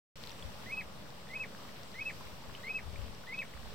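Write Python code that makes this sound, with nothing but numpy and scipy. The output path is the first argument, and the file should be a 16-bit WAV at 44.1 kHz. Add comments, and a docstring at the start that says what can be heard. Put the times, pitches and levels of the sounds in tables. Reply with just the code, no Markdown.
"""A small plover on a rock whistles five alike calls, a few metres from a pair of microphones.
Each call is a gliding sine with a faint second partial; the stones around return delayed copies.
Water washes among the rocks: bands of noise that swell, with ticks and small drops as dying rings.
Light wind bumps the two microphone ports: low noise in gusts, with two single thumps."""
import sys
import numpy as np
from scipy import signal
from scipy.fft import rfft, irfft
from scipy.io import wavfile
from scipy.ndimage import uniform_filter1d

SR = 44100
rng = np.random.default_rng(int(sys.argv[2]) if len(sys.argv) > 2 else 0)


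def output_pcm(signal):
    """Save a mono or channel-first signal as 16-bit PCM at the path in sys.argv[1].

    Samples are clipped to [-1, 1] before scaling.
    """
    pcm = np.clip(np.atleast_2d(signal).T, -1, 1) * 32767
    wavfile.write(sys.argv[1], SR, np.round(pcm).astype(np.int16))


N = 164934  # samples

# Wind gusts on the ports: start_s, level_db (before a 3 dB lift), left_minus_right_db
WIND_GUSTS = [(.86, -63, 4), (1.9, -71.5, -7), (2.3, -54.5, 7), (2.44, -61, -3), (2.53, -54, 16),
              (2.62, -67, 0), (2.82, -55.5, 8), (2.9, -46.5, 22), (3.11, -51.5, 20), (3.17, -60, 8),
              (3.5, -68, -2), (3.62, -55, -10)]
# Single bumps of wind: start_s, level_db (louder port, at the start), pitch_hz, left_minus_right_db
WIND_THUMPS = [(0.449, -30.5, 72, 22), (3.549, -35.5, 66, -16)]
# Colour of the water: pitch_hz, relative_level_db (per Hz)
WASH_COLOUR = [(25, -19), (125, -3), (205, -1), (260, -7), (350, -13.5), (540, -5), (790, -14.5),
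               (1000, -9.5), (1300, -12), (1640, -20.5), (1950, -11.5), (2320, -18), (2950, -15),
               (5700, -19.5), (8000, -24.5), (15700, -30.5)]
# Swell of the water, each level used relative to its column mean: time_s, treble_db, middle_db
WASH_SWELL = [(.16, -58.5, -58.5), (.3, -58, -55.5), (.37, -58, -55.5), (1., -61, -56), (2.05, -58, -55.5),
              (2.9, -60.5, -56.5), (3.74, -58.5, -56)]
# How alike the water is at both microphones: pitch_hz, likeness (0-1)
WASH_LIKENESS = [(60, 1), (150, .68), (640, 0.46), (1400, 0.06), (3100, 0)]
# Side on which the water is louder: pitch_hz, left_minus_right_db
WASH_LEAN = [(200, -1), (700, -1.5), (1300, 2.1), (4400, 2), (15000, -2.2)]
# Ticks and drops that stand out: start_s, level_db (at the start), pitch_hz, left_minus_right_db, ring_cycles
WATER_TICKS = [(0.2382, -32, 4000, 17, 2.2), (.2624, -36, 6000, 3.5, 3), (0.273, -36, 4100, 15, 4.6),
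               (0.295, -32, 4330, 15, 2.1), (.3060, -40, 3500, 11, 8.3), (0.317, -42, 5630, 3, 31),
               (.3960, -39, 5500, 1.5, 2.5), (0.4253, -38, 3280, -2, 17), (1.549, -36, 1560, 2, 2.6),
               (1.8336, -31.5, 5130, 6, 1.9), (2.21, -43, 1007, -4, 14), (2.5506, -35, 2910, 0, 13),
               (2.9592, -41, 2280, 0, 18), (3.1494, -42.5, 5530, 3, 9), (3.236, -47.5, 1436, 8, 12),
               (3.3904, -29.5, 3220, 11, 1.8), (3.5374, -41, 1980, 10, 7.1)]
# Turns of each call: start_s, step_up_s, first_swell_s, dip_s, second_swell_s, closing_drop_s
CALL_TURNS = [(.660, .717, .740, .755, .786, .803), (1.289, 1.350, 1.362, 1.385, 1.408, 1.432),
              (1.943, 2.004, 2.018, 2.040, 2.068, 2.092), (2.633, 2.690, 2.712, 2.730, 2.759, 2.781),
              (3.270, 3.338, 3.344, 3.362, 3.399, 3.414)]
# Pitch of each call: low_note_hz, first_swell_hz, dip_hz, second_swell_hz
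CALL_PITCHES = [(2045, 2560, 2515, 2595), (2025, 2555, 2487, 2610), (2042, 2545, 2474, 2622),
                (2070, 2550, 2456, 2622), (2025, 2535, 2480, 2592)]
# Guide levels of each call, before the echoes: low_note_db, before_step_db, first_swell_db, dip_db,
# second_swell_db, second_swell_end_db, drop_db, second_partial_db (for a 2 kHz pitch)
CALL_LEVELS = [(-50, -41.5, -37, -52.5, -35.5, -39, -42, -66.5), (-52, -39.5, -38, -53, -37, -38, -41, -66),
               (-50, -40, -38, -53.5, -36, -36, -41, -64), (-47.5, -40, -36.5, -48.5, -34, -37, -42.5, -61),
               (-49.5, -38.5, -38, -54.5, -34.5, -54, -39.5, -67)]
# Paths by way of the stones, before the hollow colours them: lag_s, left_db, right_db
STONE_ECHOES = [(.0095, -1.5, -3), (0.0143, -5, -4), (.021, -20, -26), (.031, -10, -21)]
# Notches from the microphone housing: pitch_hz, width_hz, depth_db
HOUSING_NOTCHES = [(6590, 413, 12.5), (10430, 890, 13.5)]

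WIND_HZ, WIND_WIDTH_HZ = 69, 48.5
WIND_PATCHY_DB = 3  # per unit of walk()
THUMP_CYCLES = 3.1
WASH_DB = -50  # rms over both channels
TICK_CRACK_DB = -15  # click in front of a tick, relative to its ring
DROPS_PER_S, DROPS_LOW_HZ, DROPS_HIGH_HZ = 260, 694, 5970
DROPS_DB, DROPS_SPREAD_DB = -57, 3.5  # level of the faintest; scale of the random lift above it
DROPS_CYCLES, DROPS_GLIDE = 5.35, .15
# A burst of fine crackle that leans left; its level is that of the faintest
CRACKLES, CRACKLE_S, CRACKLE_LENGTH_S = 36, .225, .11
CRACKLE_DB, CRACKLE_TOP_HZ = -49, 14300

SCOOP_S, SCOOP_HZ = .013, 250  # slide up into the low note
LIFT_S, LIFT_HZ, STEP_S = .022, 210, .007  # rise before the step, then the step itself
NULL_DB = -13  # brief dips in level at the step and before the drop, as when call and echo beat
DROP_S, DROP_TO_HZ, DROP_FADE_DB = .018, 1640, 11  # every call ends in a quick fall of pitch
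OVERTONE_TILT_DB_PER_KHZ = -11.5  # the second partial is weaker for higher notes
WAVER, HOARSE_DB = .003, 1.5  # share of pitch, and level flutter, per unit of walk()
BEAK_DB, BEAK_HZ, BEAK_CYCLES = -45.5, 3250, 8  # a small click opens each call
BIRD_PAN_DB, RIGHT_LAG_S = 0, .00004
# A gap between the stones favours one band of the echoes
HOLLOW_HZ, HOLLOW_WIDTH_HZ, HOLLOW_CONTRAST_DB = 2230, 150, -7
WHINE_HZ, WHINE_DB = 15300, -81
START_S, OFFSET, TOP_HZ = .1565, -.0028, 15800


def undb(db):
    """Decibels to an amplitude factor."""
    return 10 ** (np.asarray(db) / 20)


def pan(x, db):
    """Two channels that differ by db, positive to the left."""
    return x * undb([[db / 2], [-db / 2]])


def walk(rate):
    """Random values 1 / rate s apart, of spread 1.2, joined by straight lines."""
    knots = rng.standard_normal(rate * 4 + 2)
    return 1.2 * np.interp(np.arange(N) * rate / SR, np.arange(rate * 4 + 2), knots)


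def band(hz, width):
    """Noise in a bell-shaped band."""
    f = np.fft.rfftfreq(N, 1 / SR)
    inside = np.abs(f - hz) < 3 * width
    bell = np.exp(-((f[inside] - hz) / width) ** 2)
    spectrum = np.zeros(len(f), complex)
    spectrum[inside] = rng.standard_normal((inside.sum(), 2)) @ [1, 1j] * bell
    return irfft(spectrum, N)


def on_log(table, hz):
    """Read a two-column table along a logarithmic pitch axis."""
    pitches, values = np.array(table).T
    return np.interp(np.log(hz), np.log(np.maximum(pitches, 1)), values)


def add(out, at, db, hz, pan_db, cycles, glide, crack=0.):
    """Add a ring that decays over some cycles, its pitch rising by glide, with an optional click in front."""
    turn = np.arange(int(3 * cycles * SR / hz) + 4) * hz / SR
    ring = np.sin(2 * np.pi * turn * (1 + glide * turn / cycles)) * np.exp(-2 * turn / cycles)
    ring[1:4] += crack * np.array([1, -1, .5])
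    i = int(at * SR)
    ring = ring[:N - i]
    out[:, i:i + len(ring)] += pan(ring * undb(db), pan_db)


def wind(t):
    """Low patchy rumble in gusts, unrelated on the two ports, and single bumps that ring briefly."""
    s, db, side = np.array(WIND_GUSTS).T
    ports = np.array([band(WIND_HZ, WIND_WIDTH_HZ) * undb(WIND_PATCHY_DB * walk(14)) for _ in range(2)])
    lean = undb(np.interp(t, s, side) * np.array([[.5], [-.5]]))
    lean = 2 * lean / np.hypot(*lean)  # leaning keeps the summed power
    out = ports / ports.std() * undb(np.interp(t, s, db)) * lean
    for at, db, hz, pan_db in WIND_THUMPS:
        add(out, at, db - abs(pan_db) / 2, hz, pan_db, THUMP_CYCLES, 0.)
    return out


def wash(t):
    """Moving water: noise bands a third of an octave apart that swell together and flicker alone."""
    s, treble, middle = np.array(WASH_SWELL).T
    treble = np.interp(t, s, treble - treble.mean())
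    middle = np.interp(t, s, middle - middle.mean())
    out, ripple = 0, walk(8)
    for hz in 28 * 2 ** np.arange(0, 9.4, 1 / 3):
        treble_share = np.clip(np.log2(hz / 1200), 0, 1)
        swell = treble_share * treble + (1 - treble_share) * middle
        db = on_log(WASH_COLOUR, hz) + swell + .5 * ripple + .9 * walk(22)
        like = np.clip(on_log(WASH_LIKENESS, hz), -.9, .95)
        mid = np.sqrt(1 + like) * band(hz, hz / 5)
        side = np.sqrt(1 - like) * band(hz, hz / 5)
        pair = np.array([mid + side, mid - side])
        lean = undb(on_log(WASH_LEAN, hz) * np.array([[.5], [-.5]]))
        out = out + undb(db) * pair * lean
    return out * undb(WASH_DB) / out.std()


def drops():
    """Bubbles and drops as short rising rings, a few much louder; a burst of crackle and clicking ticks."""
    out = np.zeros((2, N))
    for at, pitch, size, side in rng.random((int(DROPS_PER_S * N / SR), 4)):
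        hz = DROPS_LOW_HZ * (DROPS_HIGH_HZ / DROPS_LOW_HZ) ** pitch
        db = DROPS_DB - DROPS_SPREAD_DB * np.log(1 - .98 * size)
        add(out, at * N / SR, db, hz, 22 * (side - .4), DROPS_CYCLES, DROPS_GLIDE)
    for at, pitch, size in rng.random((CRACKLES, 3)):
        hz = 2000 * (CRACKLE_TOP_HZ / 2000) ** pitch
        db = CRACKLE_DB - 4 * np.log(1 - .76 * size)
        add(out, CRACKLE_S + at * CRACKLE_LENGTH_S, db, hz, 5, 4, 0.)
    for at, db, hz, pan_db, cycles in WATER_TICKS:
        add(out, at, db, hz, pan_db, cycles, .03, undb(TICK_CRACK_DB))
    return out


def among_stones(whistle):
    """The direct path to each microphone plus delayed copies, strongest near the hollow's pitch."""
    f = np.fft.rfftfreq(N, 1 / SR)

    def late(lag):
        """A delay, as a turn of phase that grows with frequency."""
        return np.exp(-2j * np.pi * f * lag)

    bell = np.exp(-((f - HOLLOW_HZ) / HOLLOW_WIDTH_HZ) ** 2)
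    hollow = undb(HOLLOW_CONTRAST_DB * (1.5 - bell))
    left = late(0) * undb(BIRD_PAN_DB / 2)
    right = late(RIGHT_LAG_S) * undb(-BIRD_PAN_DB / 2)
    paths = np.array([left, right])
    for lag, left_db, right_db in STONE_ECHOES:
        paths = paths + hollow * late(lag) * undb([[left_db], [right_db]])
    return irfft(rfft(whistle) * paths, N)


def plover(t):
    """A nearly pure whistle: low note, step up, two swells, quick drop; nearby stones return it."""
    beak, whistle = np.zeros((2, N)), np.zeros(N)
    waver, flutter = 1 + WAVER * walk(150), walk(220)
    for turns, pitches, levels in zip(CALL_TURNS, CALL_PITCHES, CALL_LEVELS):
        start, step, swell1, dip, swell2, drop = turns
        low, high1, sag, high2 = pitches
        low_db, rise_db, swell1_db, dip_db, swell2_db, late_db, drop_db, upper_db = levels
        before, after, end = step - STEP_S / 2, step + STEP_S / 2, drop + DROP_S
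        near = slice(int((start - .02) * SR), int((end + .02) * SR))
        now = t[near]

        pitch_points = [  # (s, Hz)
            (start, low - SCOOP_HZ), (start + SCOOP_S, low),
            (before - LIFT_S, low + 15), (before, low + LIFT_HZ), (after, high1 - 30),
            (swell1, high1), (dip, sag), (swell2, high2),
            (drop - .004, high2 - 70), (drop + .004, high2 - 240), (end, DROP_TO_HZ)]
        pitch = np.interp(now, *np.transpose(pitch_points))
        pitch = uniform_filter1d(pitch, size=130) * waver[near]

        level_points = [  # (s, dB)
            (start - .004, -120), (start + .0042, low_db - 1.5), (start + SCOOP_S, low_db),
            (step - .015, low_db + 2.5), (step - .009, rise_db), (before - .001, rise_db - 3),
            (step, rise_db + NULL_DB), (after + .00074, swell1_db - 4), (swell1, swell1_db),
            (dip - .006, dip_db - 5.5), (dip + .012, dip_db + 3),
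            (swell2 - .004, swell2_db), (swell2 + .0078, swell2_db - .5), (drop - .005, late_db),
            (drop, late_db + NULL_DB), (drop + .0025, drop_db),
            (end, drop_db - DROP_FADE_DB), (end + .001, -120)]
        times, level_db = np.transpose(level_points)
        gain = np.interp(now, times, undb(level_db))
        hoarse = (now < step) | (now > drop)  # only the low note and the drop
        gain = gain * undb(flutter[near] * HOARSE_DB * hoarse)

        phase = 2 * np.pi * np.cumsum(pitch) / SR
        upper = undb(upper_db + OVERTONE_TILT_DB_PER_KHZ * (pitch - 2000) / 1000)
        upper = upper * np.interp(now, [start, start + .0079, drop - .01, drop], [0, 1, 1, 0])
        tone = uniform_filter1d(gain, size=90) * np.sin(phase) + upper * np.sin(2 * phase)
        whistle[near] += np.sqrt(2) * tone  # levels are rms
        add(beak, start, BEAK_DB, BEAK_HZ, BIRD_PAN_DB, BEAK_CYCLES, .1)
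    return among_stones(whistle) + beak


def scene():
    """Wind, water and bird summed at the two microphones."""
    t = np.arange(N) / SR
    return wind(t) + wash(t) + drops() + plover(t)


def record(dry):
    """The housing notches the treble; a faint whine and an offset join; silence opens, top cut off."""
    t, f = np.arange(N) / SR, np.fft.rfftfreq(N, 1 / SR)
    dips = sum(db / (1 + (2 * (f - hz) / width) ** 2) for hz, width, db in HOUSING_NOTCHES)
    housed = irfft(rfft(dry) * undb(-dips), N)
    whine = undb(WHINE_DB) * np.sin(2 * np.pi * WHINE_HZ * t)
    sound = (housed + whine + OFFSET) * (t > START_S)
    top_cut = signal.ellip(10, .2, 70, TOP_HZ, fs=SR, output="sos")
    return signal.sosfilt(top_cut, sound)


dry = scene()
out = record(dry)
output_pcm(out)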